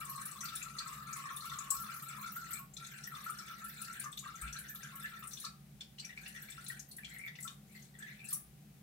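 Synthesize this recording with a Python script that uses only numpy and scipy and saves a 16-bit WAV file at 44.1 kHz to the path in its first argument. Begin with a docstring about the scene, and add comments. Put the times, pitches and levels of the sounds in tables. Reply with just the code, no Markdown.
"""A small hard-walled bathroom: a cat's thin stream falls into the toilet water, breaks up and stops.
Each drop traps bubbles that ring briefly; large ones gurgle, smaller ones crowd above them in spurts.
Bowl and walls draw every plink out into a tail. Behind it are steady air noise, a low ventilation hum
that wavers in the room's bass modes, and one dull thud from the house."""
import sys
import numpy as np
from scipy import signal
from scipy.fft import rfft, irfft
from scipy.io import wavfile
from scipy.ndimage import uniform_filter1d

SR = 44100
rng = np.random.default_rng(int(sys.argv[2]) if len(sys.argv) > 2 else 0)


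def bounce(signal):
    """Save signal as a 16-bit WAV file at the path given by the first command-line argument."""
    frames = np.transpose(np.atleast_2d(signal))
    limited = np.clip(frames, -1, 1)
    pcm = np.round(limited * 32767).astype(np.int16)
    wavfile.write(sys.argv[1], SR, pcm)


N = 389016

# Spurts of the stream. Each row: start and end in seconds, relative levels of gurgle, mid-sized bubbles
# and fine spray in dB, gurgle pitch at start and at end in Hz.
SPURTS = [(-0.1, 0.707, -59.5, -57.5, -56, 1178, 1230), (0.717, 1.748, -55.5, -58, -56, 1217, 1180),
          (1.756, 2.583, -58, -58, -56, 1273, 1260), (2.77, 3.67, -63.5, -57.5, -58, 1323, 1330),
          (3.662, 4.042, -59, -56.5, -57, 1374, 1510), (4.219, 4.7, -56.5, -57, -60, 1305, 1600),
          (4.754, 5.232, -63, -58.5, -60, 1245, 1450), (5.27, 5.44, -91, -63, -53.5, 1300, 920),
          (5.986, 6.12, -66, -69, -68.5, 2280, 2200), (6.148, 6.542, -66, -60.5, -60.5, 1750, 1770),
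          (6.536, 6.772, -69, -59, -59.5, 1380, 1650), (7.005, 7.275, -55.5, -63.5, -66.5, 2550, 1840),
          (7.342, 7.52, -73, -82, -63, 1920, 1500), (7.66, 7.877, -72, -75.5, -64.5, 2180, 3900),
          (7.973, 8.26, -62, -64, -67.5, 1520, 2600), (8.25, 8.31, -69, -59, -51.5, 2200, 1600)]


def amp(db):
    """dB to gain."""
    return 10 ** (np.asarray(db) / 20)


def unit_rms(x):
    """Scale to rms 1."""
    return x / np.sqrt(np.mean(x ** 2) + 1e-20)


def at_hz(points, hz):
    """Read a (Hz, value) table on a log axis."""
    knots_hz, values = np.transpose(points)
    return np.interp(np.log(np.maximum(hz, 1)), np.log(knots_hz), values)


def resonance(hz, centre_hz, width_hz):
    """Bell curve of height 1."""
    return 1 / (1 + (2 * (hz - centre_hz) / width_hz) ** 2)


def stereo_noise(gain_at):
    """Noise of rms 1 shaped by gain_at(hz); the channels are alike in the bass."""
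    # Each row: frequency in Hz, left-right correlation.
    correlation = [(60, 0.88), (200, 0.99), (380, 0.68), (700, 0.41), (1300, 0.18), (16000, .01)]
    hz = np.fft.rfftfreq(N, 1 / SR)
    mid, side = rfft(rng.standard_normal((2, N)))
    alike = at_hz(correlation, hz)
    spectrum = np.sqrt(1 + alike) * mid + np.sqrt(1 - alike) * side * [[1], [-1]]
    return unit_rms(irfft(spectrum * gain_at(hz), N))


def air(rms_db=-65):
    """Steady air noise, strongest in the bass."""
    # Each row: frequency in Hz, relative density in dB.
    spectrum = [(30, -35), (45, -24), (80, -19), (215, -18), (340, -20), (512, -25.5), (780, -25),
                (900, -31), (2200, -30), (5900, -34), (8080, -37), (10500, -33.5), (13700, -39),
                (16000, -32)]
    return amp(rms_db) * stereo_noise(lambda hz: amp(at_hz(spectrum, hz)))


def ventilation_hum():
    """Rumble picked out by the room's lowest modes, so each tone wavers."""
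    # Each row: centre in Hz, width in Hz, rms level in dB.
    modes = [(60.4, 17, -71.5), (142.8, 20, -61), (172, 45, -65.5), (208.3, 13.2, -65), (769, 13, -84.5)]
    return sum(amp(db) * stereo_noise(lambda hz: resonance(hz, centre_hz, width_hz))
               for centre_hz, width_hz, db in modes)


def thud(start_s=4.42, hz=57, t60_s=0.3, rise_s=0.018):
    """A soft blow in the house: slow rise, one low ring."""
    t = np.maximum(np.arange(N) / SR - start_s, 0)
    envelope = amp(-36 - 60 * t / t60_s) * (1 - np.exp(-t / rise_s))
    return envelope * np.sin(2 * np.pi * hz * t)


def bathroom_response(early_db=11, early_s=0.035):
    """Direct sound, dense echoes that die band by band, and the air modes of bowl and room."""
    # Each row: frequency in Hz, echo t60 in seconds.
    tail_t60 = [(900, 0.53), (2400, 0.36), (6300, 0.26), (16000, 0.36)]
    # Each row: frequency in Hz, relative left and right levels in dB, right phase lead in radians.
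    modes = [(1043, -5, 15.5, -3), (1105, -8, 14, 0.7), (1207, 2, 11, -0.5), (1213.6, 8, 0.5, 0.4),
             (1326, 8, 14, -2), (1336, 14, 9.5, 0.4), (1358, 1, 14, -0.9), (1440, 1, 11, -4),
             (1642, -16.5, 6.5, -2.1), (1676, -19, 12.5, -0.47), (1748, 0, 18, 0), (1797, 7, 10, -7),
             (2350, 10, 5, 4.5), (2480, 12, 9.5, 8.5), (3570, 22.5, -10, 1), (4140, 23, -9, -9)]
    mode_t60 = [(1100, 0.21), (3500, 0.06)]   # Hz, s
    t = np.arange(SR // 2) / SR
    hz = np.fft.rfftfreq(len(t), 1 / SR)
    noise = rfft(rng.standard_normal((2, len(t))))
    edges_hz = 500 * 2 ** np.arange(0, 6, 0.5)
    response = 0
    for low, high in zip(edges_hz, edges_hz[1:]):
        band = irfft(noise * ((hz >= low) & (hz < high)))
        response += band * amp(-60 * t / at_hz(tail_t60, np.sqrt(low * high)))
    response *= amp(early_db * np.exp(-t / early_s))   # the bowl's echoes come first and fade fast
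    for mode_hz, left_db, right_db, lead_rad in modes:
        envelope = amp([[left_db], [right_db]]) * amp(-19.5 - 60 * t / at_hz(mode_t60, mode_hz))
        response += envelope * np.sin(2 * np.pi * mode_hz * t + [[0], [lead_rad]])
    response *= 1 - np.exp(-t / 99e-6)
    response[[0, 1], [0, 2]] += amp(26.5)   # direct sound, 2 samples later on the right
    return response


def place(start_s, sounds, level_db):
    """Mix one sound per row at its start time, with its energy set to its level."""
    gain = amp(level_db) / np.sqrt(np.sum(sounds ** 2, axis=1))
    index = np.round(start_s * SR).astype(int)[:, None] + np.arange(sounds.shape[1])
    return np.bincount(index.ravel(), (sounds * gain[:, None]).ravel(), N)[:N]


def bubbles(start_s, hz, level_db, rise_per_cycle=0.0023, attack_cycles=3.5):
    """Each bubble is a dying sine that rises in pitch as it nears the surface."""
    # Each row: pitch in Hz, cycles to fall by 60 dB.
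    decay = [(1200, 48), (2200, 30), (3500, 24), (8000, 24), (15000, 22)]
    life_cycles = at_hz(decay, hz)
    t = np.arange(int(0.7 * SR * np.max(life_cycles / hz))) / SR
    cycles = hz[:, None] * t
    envelope = (1 - np.exp(-cycles / attack_cycles)) * amp(-60 * cycles / life_cycles[:, None])
    ring = np.sin(2 * np.pi * (cycles + rise_per_cycle * cycles ** 2 / 2))
    return place(start_s, envelope * ring, level_db)


def spurt_gains(t, attack_s=0.03, release_s=0.013):
    """One row per spurt: the flow swells, holds and dies away."""
    start_s, end_s = np.transpose(SPURTS)[:2, :, None]
    return np.clip((t - start_s) / attack_s, 0, 1) * np.exp(-np.maximum(t - end_s, 0) / release_s)


def bubble_crowd(surge_sound, clumps_per_s=26, clump_s=0.012, clumped_share=0.6):
    """Mid-sized bubbles and fine spray, partly landing in clumps; spurts and surges set their level."""
    # Each row: lowest and highest pitch in Hz, bubbles per second.
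    sizes = [(1445, 3890, 260), (3657, 16670, 380)]
    low_skews, swell_shares = (1.4, 1.01), (0.23, 0.16)   # mid-sized, spray
    clump_count = int(clumps_per_s * N / SR)
    clump_times_s = (np.arange(clump_count) + rng.random(clump_count)) / clumps_per_s
    fast_power, slow_power = (uniform_filter1d(surge_sound ** 2, int(window_s * SR)) + 1e-9
                              for window_s in (0.089, 1 / 3))
    swell_db = np.clip(10 * np.log10(fast_power / slow_power), -12, 12)
    flow = spurt_gains(np.arange(N) / SR)
    levels_db = np.transpose(SPURTS)[3:5]
    crowd = 0
    for (low_hz, high_hz, per_s), db, skew, share in zip(sizes, levels_db, low_skews, swell_shares):
        position, lag, pitch, strength, choice = rng.random((5, int(per_s * N / SR)))
        in_clump_s = clump_times_s[(position * clump_count).astype(int)] - clump_s * np.log(lag)
        start_s = np.where(choice < clumped_share, in_clump_s, position * N / SR)
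        hz = low_hz * (high_hz / low_hz) ** pitch ** skew
        strength_db = np.minimum(-2.5 * np.log(strength), 6)   # mostly faint, a few strong
        crowd += unit_rms(bubbles(start_s, hz, strength_db)) * (amp(db) @ flow) * amp(share * swell_db)
    return crowd


def gurgle(per_s=70, pitch_spread=0.042, wander_per_s=14, wander_share=0.08, glug_db=5):
    """A close chain of large bubbles, in glugs; the pitch glides through each spurt and drifts."""
    count = int(per_s * N / SR)
    order = np.arange(count)
    jitter, detune, strength, drift, glug = rng.standard_normal((5, count))
    t = np.maximum((order + 0.4 * jitter) / per_s, 0)
    drift, glug = (np.interp(t * wander_per_s, order, knots) for knots in (drift, glug))
    gains = spurt_gains(t) * amp(np.transpose(SPURTS)[2])[:, None] + 1e-9
    start_s, end_s, *_, first_hz, last_hz = np.array(SPURTS)[gains.argmax(axis=0)].T
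    hz = first_hz + (last_hz - first_hz) * np.clip((t - start_s) / (end_s - start_s), 0, 1)
    hz *= (1 + wander_share * drift.clip(-1.2, 2)) * (1 + pitch_spread * detune.clip(-1.5, 2.5))
    level_db = 20 * np.log10(gains.sum(axis=0)) + 2.05 * strength + glug_db * glug
    return bubbles(t, hz, level_db) * np.sqrt(SR / per_s)   # mean level to energy per bubble


def surges(gap_s=0.014, step_db=6, pitch_spread=0.042, satellite_db=-7.5):
    """Runs of four large bubbles that swell to the second and fade; each sheds a smaller one."""
    # Each row: start in seconds, relative level in dB, pitch in Hz.
    runs = [(0.0, -48.5, 1242), (0.159, -53, 1079), (0.428, -44, 1320), (0.52, -51, 1195), (0.8, -53, 1610),
            (0.871, -54.5, 1030), (0.941, -63, 1250), (1.088, -50, 1340), (1.159, -46, 1270),
            (1.238, -43.5, 1162), (1.27, -52.5, 1710), (1.297, -47, 1113), (1.448, -50, 1302),
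            (1.5, -48, 1333), (1.59, -55, 1277), (1.897, -45.5, 1428), (2.089, -52.5, 2340),
            (2.109, -57, 1260), (2.18, -52, 1050), (2.225, -46, 1395), (2.485, -51, 1333),
            (2.54, -48.5, 2260), (2.589, -55.5, 1092), (2.92, -49, 1554), (3.501, -51, 1312),
            (3.8, -54, 1345), (3.88, -47.5, 1363), (3.957, -50, 1680), (4.039, -47.5, 1161),
            (4.239, -52, 1600), (4.42, -46, 1285), (4.541, -54.5, 1350), (4.827, -47, 1556),
            (4.738, -58, 1236), (4.886, -60, 1340), (4.922, -56.5, 1100), (5.025, -43.5, 1677),
            (5.117, -50.5, 1330), (5.223, -48, 1265), (5.45, -51, 1173), (6.03, -56.5, 2260),
            (6.092, -51.5, 1860), (6.219, -54.5, 1610), (6.349, -49, 1870), (6.39, -62, 1460),
            (6.708, -53.5, 1520), (7.101, -52.5, 2030), (7.46, -55, 1135), (7.75, -53.5, 2015),
            (7.939, -57.5, 1940), (8.061, -53.5, 1760), (8.098, -54.5, 2020), (8.319, -57, 1210)]
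    run_s, run_db, run_hz = np.transpose(runs)[:, :, None]
    order = np.arange(4)
    jitter, detune, strength = rng.standard_normal((3, len(runs), 4))
    start_s = (run_s + gap_s * order * (1 + 0.2 * jitter).clip(0)).ravel()
    hz = (run_hz * (1 + pitch_spread * detune.clip(-1, 2))).ravel()
    level_db = (run_db + 27.5 - step_db * np.abs(order - 0.8) + 2 * strength).ravel()
    satellite_hz = hz * 2 ** rng.uniform(0.39, 1.178, len(hz))
    return bubbles(start_s, hz, level_db) + bubbles(start_s, satellite_hz, level_db + satellite_db)


def drops(spatter_s=0.003, full_spatter_hz=3200, twin_lag_s=0.004, twin_spread=0.06):
    """The clearest plinks: each impact throws a brief noisy spatter and traps two bubbles."""
    # Each row: start in seconds, pitch in Hz, relative level in dB.
    plinks = [(0.002, 10650, -59.5), (0.049, 8500, -59.5), (0.096, 12400, -53), (0.158, 8500, -60),
              (0.214, 8850, -59), (0.254, 10500, -51), (0.313, 7900, -58), (0.407, 6070, -53.5),
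              (0.43, 1380, -55.5), (0.44, 13990, -57), (0.453, 4640, -55), (0.485, 3640, -59),
              (0.554, 9760, -50), (0.565, 3680, -59), (0.616, 2520, -60), (0.627, 6900, -55.5),
              (0.785, 4370, -52), (0.875, 7900, -61), (1.129, 6700, -55), (1.165, 9640, -57.5),
              (1.363, 10140, -53), (1.368, 3600, -63), (1.405, 4230, -61.5), (1.453, 11300, -57),
              (1.496, 3570, -59.5), (1.535, 3360, -60.5), (1.587, 6940, -54.5), (1.704, 7850, -41.5),
              (1.75, 13800, -54), (1.766, 5170, -59.5), (1.799, 13300, -56.5), (1.819, 10600, -58),
              (1.841, 3460, -69), (1.938, 10500, -58), (1.962, 13700, -61), (2.023, 12100, -57.5),
              (2.085, 7800, -60), (2.211, 14100, -60), (2.319, 14500, -56), (2.358, 12900, -56.5),
              (2.362, 1397, -53), (2.508, 12500, -55.5), (2.532, 7700, -53), (2.589, 13200, -61),
              (2.737, 7200, -67), (2.766, 3630, -58.5), (2.768, 6200, -62.5), (2.846, 3800, -62),
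              (2.866, 6960, -61), (3.037, 5740, -59), (3.072, 1810, -59.5), (3.07, 13400, -60.5),
              (3.149, 3580, -64), (3.24, 12400, -59.5), (3.262, 1380, -51.5), (3.293, 1272, -52.5),
              (3.299, 9200, -57), (3.386, 5230, -58), (3.642, 10450, -57), (3.684, 14100, -59),
              (3.816, 9600, -53), (3.845, 4630, -60), (3.928, 8340, -62.5), (3.997, 9530, -52),
              (4.041, 6400, -60), (4.117, 8000, -63.5), (4.126, 3550, -63), (4.174, 3580, -57),
              (4.171, 12500, -62), (4.189, 6750, -56.5), (4.355, 6440, -65), (4.414, 8650, -55),
              (4.477, 2560, -58.5), (4.527, 5830, -56), (4.565, 4100, -61.5), (4.587, 10800, -56),
              (4.684, 6160, -63.5), (4.694, 13800, -58), (4.748, 12300, -58.5), (4.756, 3660, -63),
              (4.831, 6300, -62.5), (4.955, 11800, -58.5), (4.998, 9070, -64.5), (5.026, 13400, -63),
              (5.059, 1980, -58), (5.19, 14500, -65), (5.238, 9300, -65), (5.272, 9200, -56.5),
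              (5.333, 5970, -58), (5.37, 3450, -60.5), (5.399, 10000, -57), (5.44, 1200, -56),
              (5.447, 4440, -52), (5.807, 3370, -57), (5.983, 3030, -60), (5.996, 4400, -56),
              (6.048, 5820, -59), (6.174, 2400, -57.5), (6.26, 2730, -57.5), (6.277, 9800, -61.5),
              (6.421, 12100, -62), (6.485, 2210, -62.5), (6.501, 7900, -61.5), (6.518, 3430, -64.5),
              (6.577, 1382, -57), (6.642, 9600, -63.5), (6.663, 3820, -59.5), (6.681, 10100, -53.5),
              (6.699, 1844, -55.5), (6.794, 6540, -57), (6.887, 13500, -68), (6.912, 4320, -66),
              (6.914, 10100, -62.5), (6.965, 10400, -59), (6.983, 1793, -58), (7.045, 3180, -57.5),
              (7.094, 7300, -69), (7.136, 11900, -66.5), (7.184, 8800, -65.5), (7.255, 13600, -68),
              (7.276, 3400, -64.5), (7.353, 2800, -60.5), (7.386, 1970, -61.5), (7.403, 10300, -59.5),
              (7.427, 7740, -58), (7.441, 7900, -57), (7.448, 1324, -63.5), (7.475, 3540, -57),
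              (7.822, 6540, -70), (7.988, 8070, -65.5), (8.023, 3430, -66.5), (8.244, 10300, -63.5),
              (8.252, 7550, -66.5), (8.287, 8730, -57), (8.303, 13000, -59), (8.328, 10000, -43),
              (8.344, 6000, -61)]
    start_s, hz, level_db = np.transpose(plinks)
    t = np.arange(512) / SR
    spatter = rng.standard_normal((len(hz), len(t))) * t * np.exp(-2 * t / spatter_s)
    for i, pitch_hz in enumerate(hz):
        band_hz = [0.77 * pitch_hz, min(1.82 * pitch_hz, SR / 2.2)]
        spatter[i] = signal.lfilter(*signal.butter(2, band_hz, "band", fs=SR), spatter[i])
    size_db = 40 * np.log10(np.minimum(hz / full_spatter_hz, 1))   # larger, lower drops spatter less
    twin_start_s = start_s + rng.uniform(0, twin_lag_s, len(hz))
    twin_hz = hz * (1 + rng.uniform(-twin_spread, twin_spread, len(hz)))
    pair = bubbles(start_s, hz, level_db - 1) + bubbles(twin_start_s, twin_hz, level_db - 6)
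    return pair + place(start_s, spatter, level_db - 3 + size_db)


def scene():
    """Water through the room, over air noise, hum and the thud."""
    response = bathroom_response()
    room_gain = np.sqrt(np.sum(response ** 2) / 2)
    surge_sound = surges()
    stream = (gurgle() + surge_sound + bubble_crowd(surge_sound)) / room_gain
    water = signal.fftconvolve((stream + drops())[None], response, axes=1)[:, :N]
    return water + air() + ventilation_hum() + thud()


def record(dry):
    """Two microphones: they hiss, differ in colour, peak in the treble and cut the top."""
    # Each row: frequency in Hz, left minus right in dB.
    balance = [(60, 2.5), (110, -2.5), (200, 1.5), (380, 0), (700, 0), (1290, 3), (2380, 5), (4400, -2),
               (8120, 13), (15000, -5.5)]
    hiss_edge_hz, droop_hz, cutoff_hz = 11500, 14500, 15800
    hiss = amp(-73) * stereo_noise(lambda hz: 1 / np.sqrt(1 + (hiss_edge_hz / np.maximum(hz, 1)) ** 12))
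    hz = np.fft.rfftfreq(N, 1 / SR)
    colour_db = at_hz(balance, hz) * [[0.5], [-0.5]]
    colour_db += 3.9 * resonance(hz, centre_hz=13400, width_hz=1300)
    colour_db += np.interp(hz, [droop_hz, cutoff_hz], [0, -4])
    coloured = irfft(rfft(dry + hiss) * amp(colour_db), N)
    return signal.sosfilt(signal.ellip(10, 0.5, 60, cutoff_hz, fs=SR, output="sos"), coloured)


dry = scene()
out = record(dry)
bounce(out)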